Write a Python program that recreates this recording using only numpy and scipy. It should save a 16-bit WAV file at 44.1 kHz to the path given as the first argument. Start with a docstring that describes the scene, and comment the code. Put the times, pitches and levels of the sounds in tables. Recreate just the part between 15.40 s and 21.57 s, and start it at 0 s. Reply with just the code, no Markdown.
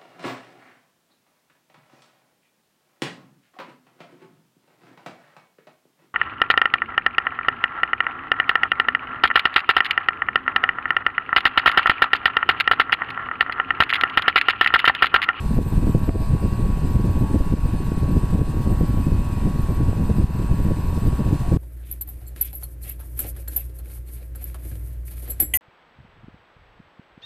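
"""Indoors, close to an opened, running window air conditioner.
Its fan stream buffets the microphone with short gusts and sharp eddies, and the compressor sings on high
multiples of its shaft speed. Behind them air rushes through the coil, refrigerant hisses in narrow tubes,
faint whistles come and go, and one dull tick sounds.
The hardest eddies push a limiter down, so hum and hiss duck and swell back."""
import sys
import numpy as np
from scipy import signal
from scipy.fft import rfft, irfft, next_fast_len
from scipy.io import wavfile
from scipy.ndimage import uniform_filter1d, minimum_filter1d, map_coordinates

SR = 44100
rng = np.random.default_rng(int(sys.argv[2]) if len(sys.argv) > 2 else 0)


def digitize_waveform(pressure):
    """Quantize a signal to 16-bit integers and store it at the path in sys.argv[1].

    Rows of a 2-D input are taken as channels; values are limited to [-1, 1].
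    """
    field = np.atleast_2d(pressure).T
    bounded = np.clip(field, -1, 1)
    quanta = np.round(bounded * 32767).astype(np.int16)
    wavfile.write(sys.argv[1], SR, quanta)


N = 272260
TIME = np.arange(N) / SR
FFT_SIZE = next_fast_len(N, real=True)
FREQS = np.fft.rfftfreq(FFT_SIZE, 1 / SR)


# Bed of the fan stream between gusts: (time [s], relative level [dB])
STREAM_BED = [(0.0, -24), (0.4, -19.5), (0.85, -23), (1.7, -21), (2.3, -22.5), (2.7, -20.5), (3.7, -23.5),
              (3.92, -23.5), (4.3, -23.0), (4.9, -24.5), (5.2, -20.5), (5.45, -24.5), (5.8, -20.5),
              (6.0, -27), (6.17, -19.5)]
# Gusts that hit the microphone: (time [s], relative level [dB], length [s])
GUST_HITS = [(0.195, -11.0, 0.0505), (0.476, -16.5, 0.0399), (0.554, -14.0, 0.0215), (0.701, -14.5, 0.0398),
             (0.757, -15.0, 0.0258), (0.945, -14.5, 0.0449), (1.051, -16.5, 0.0487), (1.243, -18.0, 0.0838),
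             (1.465, -15.0, 0.0244), (1.561, -17.5, 0.023), (1.674, -18.5, 0.0746), (1.777, -17.5, 0.04),
             (1.819, -15.0, 0.0302), (1.954, -12, 0.0428), (2.009, -16.5, 0.0236), (2.137, -17.0, 0.0318),
             (2.642, -16.5, 0.05), (2.706, -18.5, 0.08), (2.776, -16.5, 0.025), (2.966, -15.5, 0.0542),
             (3.008, -14.0, 0.0389), (3.171, -15.0, 0.024), (3.268, -15, 0.025), (3.315, -16.0, 0.0605),
             (3.42, -12.0, 0.0334), (3.575, -15.5, 0.0311), (3.669, -18, 0.0402), (3.737, -16.5, 0.0766),
             (4.074, -16.0, 0.067), (4.316, -17.0, 0.0387), (4.408, -13.5, 0.02565), (4.486, -15.5, 0.0372),
             (4.61, -17.0, 0.0805), (4.704, -11.0, 0.02687), (4.803, -17.0, 0.0779),
             (4.998, -15.0, 0.02666), (5.312, -16.5, 0.0621), (5.667, -14.5, 0.0543),
             (5.807, -14.5, 0.0261), (5.868, -14.5, 0.0232), (5.933, -12.5, 0.044), (6.129, -12.0, 0.05225)]


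def fan_stream_db(puffs_per_s=17, ripple_db=4.6, jitter=0.3):
    """Envelope of the air at the microphone: a bed rippled by weak puffs, plus bell-shaped gusts."""
    puff_cycles = np.cumsum(puffs_per_s * np.exp(jitter * drift(hz=8))) / SR
    ripple = np.sin(2 * np.pi * (puff_cycles + rng.random()))
    power = amp(automation(STREAM_BED) + ripple_db * ripple) ** 2
    for at, db, length in GUST_HITS:
        near = slice(max(int((at - 2 * length) * SR), 0), int((at + 2 * length) * SR))
        power[near] += amp(db) ** 2 * np.exp(-2 * (2 * (TIME[near] - at) / length) ** 2)
    return 10 * np.log10(power)


# Rumble of the turbulence at mean air speed: (frequency [Hz], relative level [dB])
RUMBLE_EQ = [(5, -3), (18, -0.5), (35, 0.5), (70, -1), (110, -3), (170, -7), (250, -13), (400, -22.5),
             (600, -33.5), (1000, -54), (2500, -68)]


def buffeting(trim_db=1.04, follow=0.82, roughness_db=1.32, sweep=0.25, sub_hz=55, sub_follow=0.75):
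    """Turbulence carried past the microphone: faster air is both louder and brighter."""
    stream_db = fan_stream_db()
    gust_db = follow * (stream_db - stream_db.mean()) + roughness_db * drift(hz=45)
    speed = amp(sweep * gust_db)
    travelled = np.cumsum(speed / speed.mean()) / SR
    pressure = np.interp(travelled, TIME, noise(RUMBLE_EQ))
    # the largest whirls outlast the gusts and follow them less
    sub = signal.sosfiltfilt(signal.butter(2, sub_hz, fs=SR, output="sos"), pressure)
    rumble = amp(gust_db) * (pressure - sub) + amp(sub_follow * gust_db) * sub
    return amp(stream_db.mean() + trim_db) * rumble


# Thumps of the hardest eddies: (time [s], peak before the limiter [dB], nominal half length [s])
EDDY_HITS = [(.189, -5, .0011), (.470, -11.5, 0.0011), (.550, -3.5, 0.0014), (.692, -3, 0.0016),
             (0.758, -7, 0.0013), (1.058, -12, 0.0015), (1.556, -4.5, 0.0025), (1.945, -7.5, .0013),
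             (2.139, -2, 0.0019), (2.52, -9.5, .0015), (2.778, -3, 0.0037), (3.018, -3, 0.0018),
             (3.411, -9, 0.0013), (3.671, -10, 0.0016), (4.531, -18, 0.00082), (4.7, -8.5, 0.0013),
             (4.785, -9, .0017), (4.843, -1.5, 0.003), (5.309, -9, 0.0018), (5.929, -3.5, .002)]


def eddies(stretch=0.94, max_lean_rad=2.0):
    """Each eddy is one smooth swing between suction and push, lopsided by chance."""
    out = np.zeros(N)
    leans = rng.uniform(-max_lean_rad, max_lean_rad, len(EDDY_HITS))
    for (at, db, half_length), lean in zip(EDDY_HITS, leans):
        near = slice(max(int((at - 0.05) * SR), 0), int((at + 0.05) * SR))
        passage = (TIME[near] - at) / (half_length * stretch)
        swing = (np.exp(1j * lean) / (1 - 1j * passage) ** 2).imag
        out[near] += amp(db) * swing / abs(swing).max() * np.hanning(len(swing))
    return out


# Partials of the compressor hum: (multiple of shaft speed [x], relative level [dB])
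HUM_PARTIALS = [(10, -57.0), (13, -60.2), (14, -58.9), (16, -52.4), (17, -49.7), (18, -59.7), (19, -46.3),
                (20, -67.2), (21, -61.9), (22, -71.9), (23, -64.3), (24, -63.3), (25, -67.1), (26, -65.0),
                (27, -62.2), (28, -72.3), (29, -70.5), (30, -63.9), (31, -67.0), (32, -72.5), (33, -66.8),
                (40, -70.2), (43, -62.2), (44, -70.6), (45, -68.4), (47, -65.3), (52, -72.0)]


def compressor(turns, trim_db=0.32, waver=0.17, waver_hz=3.5, skirt_floor_db=-69, skirt_bins=256):
    """The compressor sings on harmonics of its shaft, each with a faint noise skirt that makes it waver."""
    mean_hz = turns[-1] / TIME[-1]
    loop_turns = round(mean_hz * FFT_SIZE / SR)  # whole turns, for a seamless loop
    offsets = np.arange(skirt_bins) - skirt_bins // 2
    skirt = (offsets != 0) / (1 + (offsets * SR / FFT_SIZE / waver_hz) ** 2)
    skirt /= np.linalg.norm(skirt) * np.sqrt(2)
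    spectrum = np.zeros(len(FREQS), complex)
    for multiple, db in HUM_PARTIALS:
        wobble = np.hypot(waver * amp(db), amp(skirt_floor_db)) * random_bins(skirt_bins) * skirt
        tone = (offsets == 0) * amp(db) * np.exp(2j * np.pi * rng.random())
        spectrum[round(multiple) * loop_turns + offsets] += tone + wobble
    loop = irfft(spectrum) * FFT_SIZE / np.sqrt(2)
    playhead = turns / loop_turns * FFT_SIZE  # pitch rides the shaft speed
    return amp(trim_db) * map_coordinates(loop, [playhead], order=3, mode="wrap")


# Pace of the compressor shaft: (time [s], speed [turns/s])
SHAFT_SPEED = [(0, 58.6366), (2, 58.64), (4, 58.6477), (6.17, 58.661)]


def shaft_turns():
    """Running count of shaft turns, the clock for the hum and for the throb in the hiss."""
    return np.cumsum(automation(SHAFT_SPEED)) / SR


# Tone of the air through blower and fins: (frequency [Hz], relative level [dB])
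RUSH_EQ = [(60, 0), (300, -3.5), (600, -2), (850, -0.5), (1050, -3.5), (1300, -13), (1550, -9), (2000, -14),
           (2800, -14), (3100, -18), (3700, -17.5), (5800, -22), (9500, -21), (13000, -24)]
# Slow swell of the blower's treble: (time [s], gain [dB])
TREBLE_SWELL = [(0.0, 2), (0.77, -1.5), (1.54, -0.5), (2.31, 0), (3.08, -0.2), (3.86, 0.5), (4.63, -0.5),
                (5.4, 0), (6.17, 2)]


def air_rush(level_db=-42.5, flutter_db=1.24, flutter_hz=22, treble_hz=2600):
    """The steady rush of the blower; its treble flutters and swells slowly with the airflow."""
    air = amp(level_db) * np.array([noise(RUSH_EQ), noise(RUSH_EQ)])
    treble = signal.sosfiltfilt(signal.butter(2, treble_hz, "high", fs=SR, output="sos"), air)
    treble_gain = amp(automation(TREBLE_SWELL) + flutter_db * drift(flutter_hz))
    return air + treble * (treble_gain - 1)


# Slow swell of the flow through the tubes: (time [s], gain [dB])
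FLOW_SWELL = [(0.0, 1), (0.77, 1.5), (1.54, 0.5), (2.31, 0), (3.08, 1), (3.86, 0.7), (4.63, -0.5),
              (5.4, 1.7), (6.17, -1.0)]
# Resonances of the hiss: (centre [Hz], nominal width [Hz], relative level [dB], flutter [dB])
TUBE_BANDS = [(3675, 87, -70, 1), (4026, 470, -67.5, 2.5), (4350, 85, -68.5, 2), (4780, 840, -66.5, 3.5),
              (7940, 840, -60.5, 2), (8560, 690, -60.5, 3), (9340, 600, -70.5, 3.5), (11970, 370, -64.5, 4),
              (12160, 140, -63.5, 3.5)]


def refrigerant_hiss(turns, throb=0.063, flutter_hz=13, surge_db=0.74, surge_hz=20):
    """Refrigerant hisses in fluttering resonances, surges at random and throbs twice a shaft turn."""
    flow_db = automation(FLOW_SWELL) + surge_db * drift(surge_hz)
    hiss = np.zeros((2, N))
    for hz, width, db, flutter_db in TUBE_BANDS:
        gain = amp(db + flutter_db * drift(flutter_hz))
        hiss += gain * np.array([noise_band(hz, width), noise_band(hz, width)])
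    return hiss * amp(flow_db) * (1 + throb * np.cos(4 * np.pi * turns))


# Faint whistles in the rush: (centre time [s], length [s], pitch [Hz], wander width [Hz], level [dB])
WHISTLE_CUES = [(0.746, 0.45, 644, 29.5, -44), (1.891, 0.38, 870, 40.3, -43.5),
                (3.655, 0.17, 2540, 25, -61), (3.95, 0.15, 2470, 29.8, -55), (4.296, 0.17, 1055, 24.6, -48),
                (5.455, 0.19, 1050, 24.5, -47), (5.562, 0.22, 945, 50, -46),
                (6.101, 0.288, 710, 34.4, -44.5)]


def whistles():
    """Soft tones of wandering pitch swell out of the rush and sink back."""
    out = np.zeros(N)
    for at, length, hz, width, db in WHISTLE_CUES:
        near = abs(TIME - at) < length / 2
        knots = at + length * np.linspace(-0.5, 0.5, 16)
        pitch = hz + width / 2 * np.interp(TIME[near], knots, rng.standard_normal(len(knots)))
        tone = np.sqrt(2) * np.sin(2 * np.pi * np.cumsum(pitch) / SR)
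        out[near] += amp(db) * np.hanning(len(tone)) * tone
    return out


# Ring of a small dull tick: (frequency [Hz], relative level [dB], decay [s])
TICK_MODES = [(710, -17, 0.0038), (1160, -20, 0.0019), (2190, -16, 0.00062)]


def tick(at_s=0.692, attack_s=0.00031):
    """One light, soft-edged knock rings a few damped modes."""
    out = np.zeros(N)
    age = TIME[:SR // 10]
    ring = sum(amp(db) * np.exp(-age / decay) * np.sin(2 * np.pi * hz * age)
               for hz, db, decay in TICK_MODES)
    attack = 1 - np.exp(-(age / attack_s) ** 2)
    out[round(at_s * SR):][:len(age)] = ring * attack
    return out


# Likeness of left and right in the rush and hiss: (frequency [Hz], coherence [0..1])
STEREO_COHERENCE = [(4000, 1), (4400, 0.88), (6000, 0.28), (8200, 0.42), (11000, 0.25), (12100, 0.78),
                    (13000, .7)]


def widen(pair):
    """Two unrelated noises become mid and side: mono in the bass, wide in the treble."""
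    coherence = np.clip(over_frequency(STEREO_COHERENCE), 0, 1)
    weights = np.sqrt([(1 + coherence) / 2, (1 - coherence) / 2])
    mid, side = irfft(rfft(pair, FFT_SIZE) * weights)[:, :N]
    return np.array([mid + side, mid - side])


def amp(db):
    """Decibels to gain."""
    return 10 ** (np.asarray(db) / 20)


def unit_rms(x):
    """Scales to an rms of one."""
    return x / np.sqrt(np.mean(x ** 2) + 1e-20)


def automation(rows):
    """Joins (time [s], value) rows by straight lines."""
    return np.interp(TIME, *np.transpose(rows))


def over_frequency(rows):
    """Joins (frequency [Hz], value) rows on a log-frequency axis."""
    hz, value = np.transpose(rows)
    return np.interp(np.log(FREQS + 1), np.log(hz + 1), value)


def random_bins(count):
    """A white spectrum of random sizes and phases."""
    return rng.standard_normal(2 * count).view(complex)


def noise(eq):
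    """Noise of rms one, coloured by an EQ curve."""
    return unit_rms(irfft(random_bins(len(FREQS)) * amp(over_frequency(eq)))[:N])


def noise_band(hz, width, count=16384):
    """Noise of rms one in a single soft-shouldered resonance."""
    offset_hz = np.fft.fftfreq(count, FFT_SIZE / SR / count)
    bins = np.round((hz + offset_hz) * FFT_SIZE / SR).astype(int)
    spectrum = np.zeros(len(FREQS), complex)
    spectrum[abs(bins)] = random_bins(count) / (1 + (offset_hz / (0.6 * width)) ** 2) ** 1.6
    return unit_rms(irfft(spectrum)[:N])


def drift(hz, count=2048):
    """Smooth random modulation that rolls off above hz."""
    rates = np.fft.rfftfreq(count, TIME[-1] / count)
    slow = irfft(rfft(rng.standard_normal(count)) * (rates > 0) / (1 + (rates / hz) ** 2))
    return np.interp(TIME, np.linspace(0, TIME[-1], count), unit_rms(slow))


def scene():
    """Wind, hum, whistles and tick sit in the centre; rush and hiss spread around them."""
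    turns = shaft_turns()
    centre = buffeting() + eddies() + compressor(turns) + whistles() + tick()
    return centre + widen(air_rush() + refrigerant_hiss(turns))


def record(dry, threshold_db=-6.3, hold_s=0.014, release_db_per_s=40, fade_s=0.003, cutoff_hz=13090):
    """A limiter catches each peak, holds and releases slowly; then short end fades and a high cut."""
    peak_db = 20 * np.log10(abs(dry).max(0) + 1e-9)
    over_db = np.maximum(peak_db - threshold_db, 0)
    half_hold = int(hold_s * SR / 2)
    held_db = -minimum_filter1d(-over_db, size=2 * half_hold + 1, origin=half_hold)
    release_db = release_db_per_s * TIME
    duck_db = np.maximum.accumulate(held_db + release_db) - release_db
    look_ahead_db = uniform_filter1d(duck_db, size=81, origin=-40)
    eased_db = uniform_filter1d(look_ahead_db, size=61)
    fades = np.clip(np.minimum(TIME, TIME[::-1]) / fade_s, 0, 1)
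    high_cut = signal.firwin(1023, cutoff_hz, window=("kaiser", 9), fs=SR)
    return signal.oaconvolve(dry * amp(-eased_db) * fades, high_cut[None], "same", axes=1)


dry = scene()
out = record(dry)
digitize_waveform(out)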